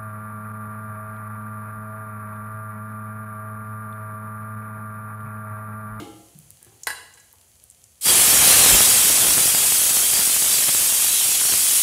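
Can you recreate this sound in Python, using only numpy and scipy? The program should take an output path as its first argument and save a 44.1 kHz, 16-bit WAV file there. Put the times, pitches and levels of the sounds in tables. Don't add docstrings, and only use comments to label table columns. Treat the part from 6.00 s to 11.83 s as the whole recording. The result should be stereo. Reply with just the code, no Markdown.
import sys
import numpy as np
from scipy import signal
from scipy.fft import rfft, irfft
from scipy.io import wavfile
from scipy.ndimage import uniform_filter1d

SR = 44100
rng = np.random.default_rng(int(sys.argv[2]) if len(sys.argv) > 2 else 0)


def dump(signal):
    limited = np.clip(np.atleast_2d(signal).T, -1, 1)
    pcm = np.round(limited * 32767).astype(np.int16)
    wavfile.write(sys.argv[1], SR, pcm)


N = 257014
TIME = np.arange(N) / SR

# f/Hz, level per Hz/dB
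HISS_SPECTRUM = [(30, -40.5), (90, -20.5), (230, -29), (500, -22.5), (750, -19.5), (1250, -17), (1800, -13),
                 (3000, -6.5), (4300, -8), (6000, -4.5), (8000, 0.2), (10200, 0.44), (13000, -5),
                 (15500, -10)]
# f/Hz, width/Hz, level/dB
WOK_RESONANCES = [(730, 56, 5), (1230, 80, 4), (2590, 69, 1.5), (3280, 180, 3.7), (3880, 100, 2),
                  (4210, 80, 4.5), (4740, 74, 5), (4700, 76, 2), (5600, 56, 6.5), (6360, 89, 3.5),
                  (9740, 150, 3), (10700, 120, 3.5), (14480, 100, -1)]
# t/s, flash level/dB, time to land/s, time it keeps sliding/s
FOOD_LOADS = [(2.021, -19, 0.077, .265), (2.201, -17.1, .3, .23), (5.658, -25.5, 0.075, .02)]
# t/s, level/dB, f/Hz, t60/s (time to fade by 60 dB)
BIG_BLISTERS = [(3.58, -22, 900, 0.008), (4.03, -20, 630, 0.0095), (4.203, -21, 800, 0.007),
                (4.36, -23, 704, 0.009), (5.065, -21, 1610, 0.008)]
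# f/Hz for a droplet of size 1, level/dB
POP_SPECTRUM = [(25, -19), (55, 2), (120, 0.5), (300, -0.5), (700, -1), (1400, -1.5), (2500, -5.5),
                (5000, -12), (12000, -48)]
# t/s, level/dB, droplet size (1 is usual, larger is duller)
BIG_POPS = [(2.41, -16, 1.2), (2.474, -15, 0.96), (2.662, 1, 0.75), (2.713, -3, 1.3), (2.749, -4, 1.6),
            (2.766, -11, 1.9), (2.807, -1, 1.1), (2.961, -14, 2), (3.101, -10.5, 2.4), (3.253, -12, 1.8),
            (3.268, -10, 0.77), (3.285, -6, 1), (3.372, -8, 0.81), (3.38, -7, 1.4), (3.394, -20, 0.65),
            (3.457, -16.5, 3.9), (3.478, -9, 0.87), (3.549, -6.5, 0.9), (3.723, -9, 1.2), (3.759, -19, 1.5),
            (3.817, -10, 0.93), (3.892, -13, 0.95), (3.909, -16, 1.8), (3.97, -8, 1.1), (4.041, -17, 1.8),
            (4.135, -13.5, 1.9), (4.193, -4.5, 0.59), (4.216, -15, 0.76), (4.275, -10, .6),
            (4.299, -8.5, 0.74), (4.365, -10.5, 1), (4.422, -15, 2.1), (4.444, -12, 0.82), (4.462, -18, .9),
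            (4.542, -13, 0.69), (4.569, -14, 0.81), (4.589, -14, 0.73), (4.608, -15, 0.77),
            (4.685, -8, 0.72), (4.692, -2, 0.59), (4.749, -8, 0.7), (4.811, -16.5, 1.1), (4.847, -15, 0.66),
            (4.925, -21, 3.1), (5.024, -18, 0.94), (5.094, -26, 0.7), (5.25, -17, 1.2), (5.259, -13, 0.7),
            (5.292, -15.5, 1.2), (5.416, -15, 1.1), (5.453, -12, 1.1), (5.499, -13, 0.92),
            (5.524, -11, 1.05), (5.538, -10.5, 1.1), (5.547, -15, .8), (5.607, -18, 0.87)]
# middle t/s, level/dB, length/s
SPIT_BURSTS = [(2.121, -30.5, 0.056), (2.437, -34, 0.065), (3.242, -30, 0.17), (3.394, -31, 0.04),
               (3.563, -36, 0.13), (4.504, -40, 0.17), (3.982, -35, 0.045), (4.2, -35.5, 0.055),
               (4.686, -35, 0.029), (4.795, -41.5, 0.096), (5.27, -41, 0.038), (5.531, -35.5, 0.028)]
# middle t/s, level/dB, length/s
STEAM_PUFFS = [(2.202, -43, 0.062), (2.502, -36, 0.057), (2.73, -20, 0.045), (2.814, -41, 0.045)]
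# t/s, level/dB, f/Hz, t60/s
SEED_CRACKS = [(0.3889, -19.5, 10600, 0.0016), (0.5057, -20, 10000, 0.0014), (0.6288, -23, 10200, 0.0018),
               (0.648, -30, 10000, 0.0019), (0.834, -21, 6800, 0.027), (1.1375, -34.5, 7300, 0.069),
               (1.199, -36, 7200, .04), (1.3288, -28, 12500, .005), (1.6388, -30.5, 10100, 0.011),
               (1.7006, -29, 8900, 0.014), (1.71, -33, 7500, 0.011), (1.8405, -29, 7500, 0.013)]
# t/s, level/dB, room level/dB, top of treble f/Hz
POT_CLACKS = [(0.613, -55, 7, 4500), (0.8698, -11.5, -3.5, 12500), (0.9029, -20.5, -19, 12500),
              (1.15, -47, -13, 1300), (1.174, -42.5, 2, 11000), (1.334, -51, -2, 1100)]
# f/Hz, width/Hz, level/dB
POT_RESONANCES = [(95, 65, -2.5), (331, 14, 1), (475, 56, 1.5), (716, 13, -2), (870, 36, 5), (930, 42, 6),
                  (1000, 25, 5.5), (1090, 110, 3), (1240, 110, 2), (1430, 90, -2), (1544, 22, 9),
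                  (1665, 28, 15.5), (1710, 190, 10.5), (1963, 24, 11), (2170, 130, -2), (2570, 110, -1),
                  (2800, 20, 2), (2770, 100, -1), (3310, 70, -5), (3380, 22, 2), (3820, 60, -2),
                  (3950, 26, 8), (4010, 58, 7.5), (4340, 36, 0), (4450, 67, 2), (4640, 95, 4),
                  (5040, 88, -1), (5130, 33, 2), (5620, 60, -11), (7600, 2800, -3.5), (8700, 750, -1),
                  (9300, 500, -3), (10800, 900, -6), (11800, 600, -7)]
# t/s, level/dB, room level/dB
SPOON_KNOCKS = [(0.0, -27.5, 3), (0.025, -39, -4)]
# f/Hz, width/Hz, level/dB
KNOCK_RESONANCES = [(113, 12, 7.5), (199, 6.8, 5), (300, 81, 8), (320.3, 8.3, 16.5), (432, 7.3, 11.5),
                    (543, 5.8, 7.5), (689, 9.7, 11), (730, 6.8, 8.5), (818, 4.7, 12), (900, 1100, -15),
                    (1034, 7.1, 7), (1155, 5.5, 6), (1205, 6.6, 5), (1348, 5, 8.5), (1561, 3.2, -6),
                    (1776, 9.2, -7), (2060, 50, -2.5), (2620, 640, -12.5), (8850, 9700, -17.5)]
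# t/s, level/dB, f/Hz, t60/s
COUNTER_BUMPS = [(0.351, -32.5, 156, 0.069), (0.359, -43, 205, 0.06), (0.39, -40.5, 148, 0.1),
                 (0.506, -46, 120, 0.092), (0.667, -46, 111, 0.16)]
# t/s, level/dB, fade time constant/s
SPOON_STROKES = [(0.612, -54, 0.023), (0.664, -48, 0.014), (0.721, -48, 0.012), (0.76, -58, 0.02)]
# f/Hz, level per Hz/dB
RASP_SPECTRUM = [(50, -20), (130, -5), (370, 7), (560, -12), (780, -2), (1200, -12), (1850, -14),
                 (3000, -13), (8000, -26), (15000, -36)]
# f/Hz, level per Hz/dB
STOVE_SPECTRUM = [(20, -50), (35, -40), (62, -1), (105, -6), (160, -14), (230, -24), (290, -22),
                  (620, -21.5), (1400, -26.5), (2750, -24), (3250, -21), (3650, -27.5), (4600, -22.5),
                  (5250, -26), (6300, -18), (7460, -18), (8700, -19), (10000, -15.5), (12000, -21.5),
                  (15500, -27)]
# f/Hz, level/dB
HUM_TONES = [(226.1, -77.5), (522.2, -79.5), (640.6, -84), (710.6, -80), (872.1, -91)]
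# f/Hz, t60/s
KITCHEN_DECAY = [(150, 0.75), (530, 0.76), (1400, 0.58), (3700, 0.69), (9700, 0.57), (15000, 0.26)]

CONTACT_S, SPREAD_S, FRY_DB, COOLING_DB_PER_S = 2.009, 0.058, -18.5, 0.2248
FIRST_DROPS_DB = -15.5
FLASH_S = 0.29
LOW_END_DB, LOW_END_PER_DB = -1.85, 2.5
SPRAY_DB, SPRAY_PER_DB, DRYING_DB_PER_S = -33.5, 2, 2.5
# range of pitch, cycles to fade by 60 dB, spread of their sizes
BUBBLE_HZ = (1500, 15700)
BUBBLE_CYCLES, BUBBLE_SIZE_DB = 210, 1
LAG_S, LAG_SPREAD_S = 0.0001, 0.00004


def sizzle(jet_share=0.88, flutter_db=0.31, level_db=4.0, right_db=0.94, low_end_rise_db_per_s=0.2):
    jet = rng.standard_normal((2, N))
    source = np.sqrt(1 - jet_share) * bubbles() + np.sqrt(jet_share) * jet
    hz, t, z = signal.stft(coloured(source, HISS_SPECTRUM), SR, nperseg=1024, noverlap=768)
    bowl_db = sum(db / (1 + (2 * (hz - f) / width) ** 2) for f, width, db in WOK_RESONANCES)

    boil = boil_db()
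    bass_db = LOW_END_DB + LOW_END_PER_DB * np.maximum(boil - FRY_DB, -6)
    bass_db = bass_db + low_end_rise_db_per_s * (TIME - CONTACT_S)
    bass_share = read([(200, 1.6), (1200, 0.69), (3500, 0.16), (8000, 0.014)], hz)

    patches = uniform_filter1d(rng.standard_normal(z.shape[1:]), size=2, axis=0)
    patches = evened(uniform_filter1d(patches, size=12, axis=1))
    depth_db = read([(1000, .8), (2500, 1.8), (4200, 3.6), (7000, 1.8), (10000, 1.5), (14000, 3.2)], hz)
    flicker_db = patches * depth_db[:, None]

    z = z * gain_of(bowl_db[:, None] + bass_share[:, None] * np.interp(t, TIME, bass_db) + flicker_db)
    hiss = signal.istft(z, SR, nperseg=1024, noverlap=768)[1][:, :N]
    flutter = flutter_db * (drift(90) + np.array([drift(110), drift(130)]))
    balance_db = np.array([[-right_db], [right_db]]) / 2
    return hiss * gain_of(level_db + boil + flutter + balance_db)


def bubbles(count=18000, size=512):
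    when, pitch, big, place = rng.random((4, count, 1))
    hz = BUBBLE_HZ[0] + pitch * (BUBBLE_HZ[1] - BUBBLE_HZ[0])
    t = np.arange(size) / SR
    strength = np.sqrt(hz) * gain_of(BUBBLE_SIZE_DB * np.minimum(-np.log(1 - big), 4))
    ring = strength * np.exp(-np.log(1000) * t * hz / BUBBLE_CYCLES)
    start = ((CONTACT_S + when * (N / SR - CONTACT_S)) * SR).astype(int)
    at = (start + np.arange(size)).ravel()
    left_lag = LAG_S + LAG_SPREAD_S * (2 * place - 1)
    ears = []
    for lag in (left_lag, 0):
        wave = ring * np.sin(np.float32(2 * np.pi * hz * (t - lag)))
        ears.append(np.bincount(at, wave.ravel(), N)[:N])
    return evened(np.array(ears))


def boil_db():
    age = TIME - CONTACT_S
    touch = np.clip(age / 0.004, 1e-5, 1)
    spread = np.minimum(gain_of(FIRST_DROPS_DB) + (np.maximum(age, 0) / SPREAD_S) ** 2, 1)
    power = (touch * spread * gain_of(FRY_DB - COOLING_DB_PER_S * age)) ** 2
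    for s, db, land_s, slide_s in FOOD_LOADS:
        swell = np.clip((TIME - s) / land_s, 0, 1) ** 3
        flash_off = np.exp(-np.maximum(TIME - s - land_s - slide_s, 0) / FLASH_S)
        power = power + gain_of(db) ** 2 * swell * flash_off
    return 10 * np.log10(power)


def blisters(tilt_db_per_octave=6.0, per_s=420, lowest_hz=520, highest_hz=6000, cycles=9, size_db=4,
             level_db=-17, right_db=-5, count=24):
    out, t = np.zeros((2, N)), np.arange(1024) / SR
    for hz in np.geomspace(lowest_hz, highest_hz, count):
        train = random_sizes(size_db, 3) * (rng.random(N) < per_s / count / SR)
        tilt = gain_of(tilt_db_per_octave * np.log2(hz / lowest_hz))
        ring = tilt * np.sin(2 * np.pi * hz * t) * gain_of(-60 * t * hz / cycles)
        place = rng.random(N) * np.pi / 2
        placed = train * np.array([np.cos(place), np.sin(place)])
        out += signal.oaconvolve(placed, ring[None], axes=1)[:, :N]
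    spread = np.clip((TIME - CONTACT_S) / SPREAD_S, 0, 1)
    out = evened(out) * gain_of(level_db + boil_db()) * spread
    for s, db, hz, t60 in BIG_BLISTERS:
        plop = gain_of(db - 60 * t / t60) * np.sin(2 * np.pi * hz * t)
        add(out, s, plop * gain_of([[0], [right_db]]))
    return out


def spatter(pops_per_s=800, size_db=2.0, level_db=5.5, big_db=3.5, left_db=-22):
    pop = pop_of(1)
    steady_db = SPRAY_DB + SPRAY_PER_DB * (boil_db() - FRY_DB) - DRYING_DB_PER_S * (TIME - CONTACT_S)
    spits = sum(gain_of(db) ** 2 * hump(s, length) for s, db, length in SPIT_BURSTS)
    spray_db = 10 * np.log10(gain_of(steady_db) ** 2 + spits)
    rate = pops_per_s * gain_of(np.clip(spray_db + 38, -8, 16))
    starts = rng.random(N) < rate / SR
    train = evened(random_sizes(size_db, 4) * starts / np.sqrt(rate))
    spray = signal.oaconvolve(train, pop / np.linalg.norm(pop))[:N] * gain_of(level_db + spray_db)
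    for s, db, droplet in BIG_POPS:
        big = pop_of(droplet)
        add(spray, s, gain_of(db + big_db) * big / big.max())
    spray = signal.sosfilt(signal.butter(2, 35, "high", fs=SR, output="sos"), spray)
    return spray * gain_of([[left_db], [0]])


def pop_of(droplet):
    hz = abs(np.fft.fftfreq(4096, 1 / SR))
    log_gain = np.log(gain_of(read(POP_SPECTRUM, droplet * hz)))
    return np.fft.ifft(np.exp(np.conj(signal.hilbert(log_gain)))).real[:2048]


def steam(left_db=-15):
    push = sum(gain_of(db) * hump(s, length) for s, db, length in STEAM_PUFFS)
    rumble = coloured(rng.standard_normal(N), [(20, -14), (50, 0), (120, -6), (300, -15), (1500, -37)])
    return push * rumble * gain_of([[left_db], [0]])


def seeds(width=0.19, room_db=-9, bowl_db=-19, bowl_t60=0.025, snap_low_hz=3000):
    out, t, hz = np.zeros((2, N)), np.arange(2048) / SR, np.fft.rfftfreq(2048, 1 / SR)
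    for s, db, pitch_hz, t60 in SEED_CRACKS:
        band = 1 / (1 + (np.log((hz + 1) / pitch_hz) / width) ** 2)
        crack, flutter = irfft(rfft(rng.standard_normal((2, 2, 2048))) * band)
        radiation = 1j * hz / (snap_low_hz + 1j * hz)
        crack = irfft(rfft(crack * gain_of(-60 * t / t60)) * radiation)
        snap = crack / abs(crack).max(axis=1, keepdims=True)
        snap = snap + flutter / abs(flutter).max() * gain_of(bowl_db - 60 * t / bowl_t60)
        add(out, s, gain_of(db) * snap)
    return out + gain_of(room_db) * kitchen(out)


def clack(contact_t60=0.043, room_db=-1, left_db=2, level_db=3):
    near, far = np.zeros((2, N)), np.zeros((2, N))
    for s, db, wet_db, top_hz in POT_CLACKS:
        blow = gain_of(db + level_db) * strike(POT_RESONANCES, contact_t60, top_hz)
        add(near, s, blow)
        add(far, s, gain_of(wet_db + room_db) * blow)
    return (near + kitchen(far)) * gain_of([[left_db], [0]])


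def knocks(contact_t60=0.026, level_db=7, right_db=-2, rise_s=0.011, bump_room_db=-3):
    near, far, t = np.zeros((2, N)), np.zeros((2, N)), np.arange(SR // 3) / SR
    for s, db, room_db in SPOON_KNOCKS:
        blow = gain_of(db + level_db) * strike(KNOCK_RESONANCES, contact_t60)
        add(near, s, blow)
        add(far, s, gain_of(room_db) * blow)
    for s, db, hz, t60 in COUNTER_BUMPS:
        bump = gain_of(db - 60 * t / t60) * np.sin(2 * np.pi * hz * t) * np.minimum(t / rise_s, 1)
        add(near, s, bump)
        add(far, s, gain_of(bump_room_db) * bump)
    return near * gain_of([[0], [right_db]]) + kitchen(far)


def strike(modes, t60, top_hz=12500, noise_share=0.2, spot_db=0.5, size=32768):
    t, hz = np.arange(size) / SR, np.fft.rfftfreq(size, 1 / SR)
    contact = rng.standard_normal((2, size)) * gain_of(-60 * t / t60) * np.minimum(t / 0.00033, 1)
    push = np.exp(-2j * np.pi * hz * 0.0007)
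    force = np.sqrt(noise_share) * evened(rfft(contact)) + np.sqrt(1 - noise_share) * push
    body = 0
    for f, width, db in modes:
        resonance = 1j * hz * width / (f ** 2 - hz ** 2 + 1j * hz * width)
        body = body + gain_of(db + spot_db * rng.standard_normal()) * resonance
    blow = irfft(force * body / np.sqrt(1 + (hz / top_hz) ** 10))
    return blow / np.linalg.norm(blow, axis=1, keepdims=True) * np.sqrt(SR * 0.001)


def scrape(slips_per_s=900, size_db=3, rise_s=0.004, room_db=-3, right_db=-2):
    stroke = np.zeros(N)
    for s, db, fade_s in SPOON_STROKES:
        rise = np.clip((TIME - s) / rise_s, 0, 1)
        stroke += gain_of(db) * rise * np.exp(-np.maximum(TIME - s, 0) / fade_s)
    near = stroke * coloured(random_ticks(slips_per_s, size_db), RASP_SPECTRUM)
    return near * gain_of([[0], [right_db]]) + gain_of(room_db) * kitchen(near[0])


def prickle(per_s=90, size_db=4, level_db=-65):
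    ticks = random_ticks(per_s, size_db)
    bright = coloured(ticks, [(500, -30), (3000, -3), (7500, -1), (10500, -3), (15000, -11)])
    return gain_of(level_db) * bright * (TIME < CONTACT_S)


def stove(shared=0.54, level_db=-56, hum_db=-1):
    noise = rng.standard_normal((3, N))
    fade_db = np.interp(TIME, [0, 0.7, 1.4, 2], [3.8, 2.6, 1.5, 0.81])
    bed = coloured(noise[:2] + shared * noise[2], STOVE_SPECTRUM)
    bed = gain_of(level_db + fade_db + 0.5 * drift(29.5)) * bed
    hum = np.zeros(N)
    for hz, db in HUM_TONES:
        phase = 2 * np.pi * hz * TIME + 0.5 * drift(11)
        hum += gain_of(db + hum_db) * np.sqrt(2) * np.sin(phase)
    return bed + hum


def kitchen(x):
    hz, t, z = signal.stft(rng.standard_normal((2, SR)), SR, nperseg=256)
    decay = gain_of(-60 * t / read(KITCHEN_DECAY, hz)[:, None])
    tail = signal.istft(z * decay, SR, nperseg=256)[1]
    tail *= np.clip(np.arange(tail.shape[1]) / SR / 0.0018, 0, 1)
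    return signal.fftconvolve(np.atleast_2d(x), tail / np.linalg.norm(tail[0]), axes=1)[:, :N]


def gain_of(db):
    return 10 ** (np.asarray(db) / 20)


def evened(x):
    return x / np.sqrt(np.mean(x ** 2) + 1e-20)


def read(points, hz):
    f, value = np.transpose(points)
    return np.interp(np.log(hz + 1), np.log(f + 1), value)


def coloured(x, points):
    gain = gain_of(read(points, np.fft.rfftfreq(N, 1 / SR)))
    return evened(irfft(rfft(x) * gain, N))


def drift(per_s):
    knots = np.arange(0, 7, 1 / per_s)
    return evened(np.interp(TIME, knots, rng.standard_normal(len(knots))))


def hump(s, length):
    return np.exp(-(2 * (TIME - s) / length) ** 2)


def random_sizes(size_db, most):
    return gain_of(size_db * np.minimum(rng.exponential(1, N), most))


def random_ticks(per_s, size_db):
    return rng.standard_normal((2, N)) * random_sizes(size_db, 3) * (rng.random(N) < per_s / SR)


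def add(mix, s, sound):
    part = mix[..., max(round(s * SR), 0):][..., :sound.shape[-1]]
    part += sound[..., :part.shape[-1]]


def scene():
    cooking = sizzle() + blisters() + spatter() + steam() + seeds()
    utensils = clack() + knocks() + scrape()
    return cooking + utensils + prickle() + stove()


def record(dry):
    limited = dry / (1 + dry ** 8) ** (1 / 8)
    limited = signal.sosfilt(signal.butter(3, 32, "high", fs=SR, output="sos"), limited)
    lowpass = signal.firwin(401, 15700, window=("kaiser", 7), fs=SR)
    return signal.oaconvolve(limited, lowpass[None], "same")


dry = scene()
out = record(dry)
dump(out)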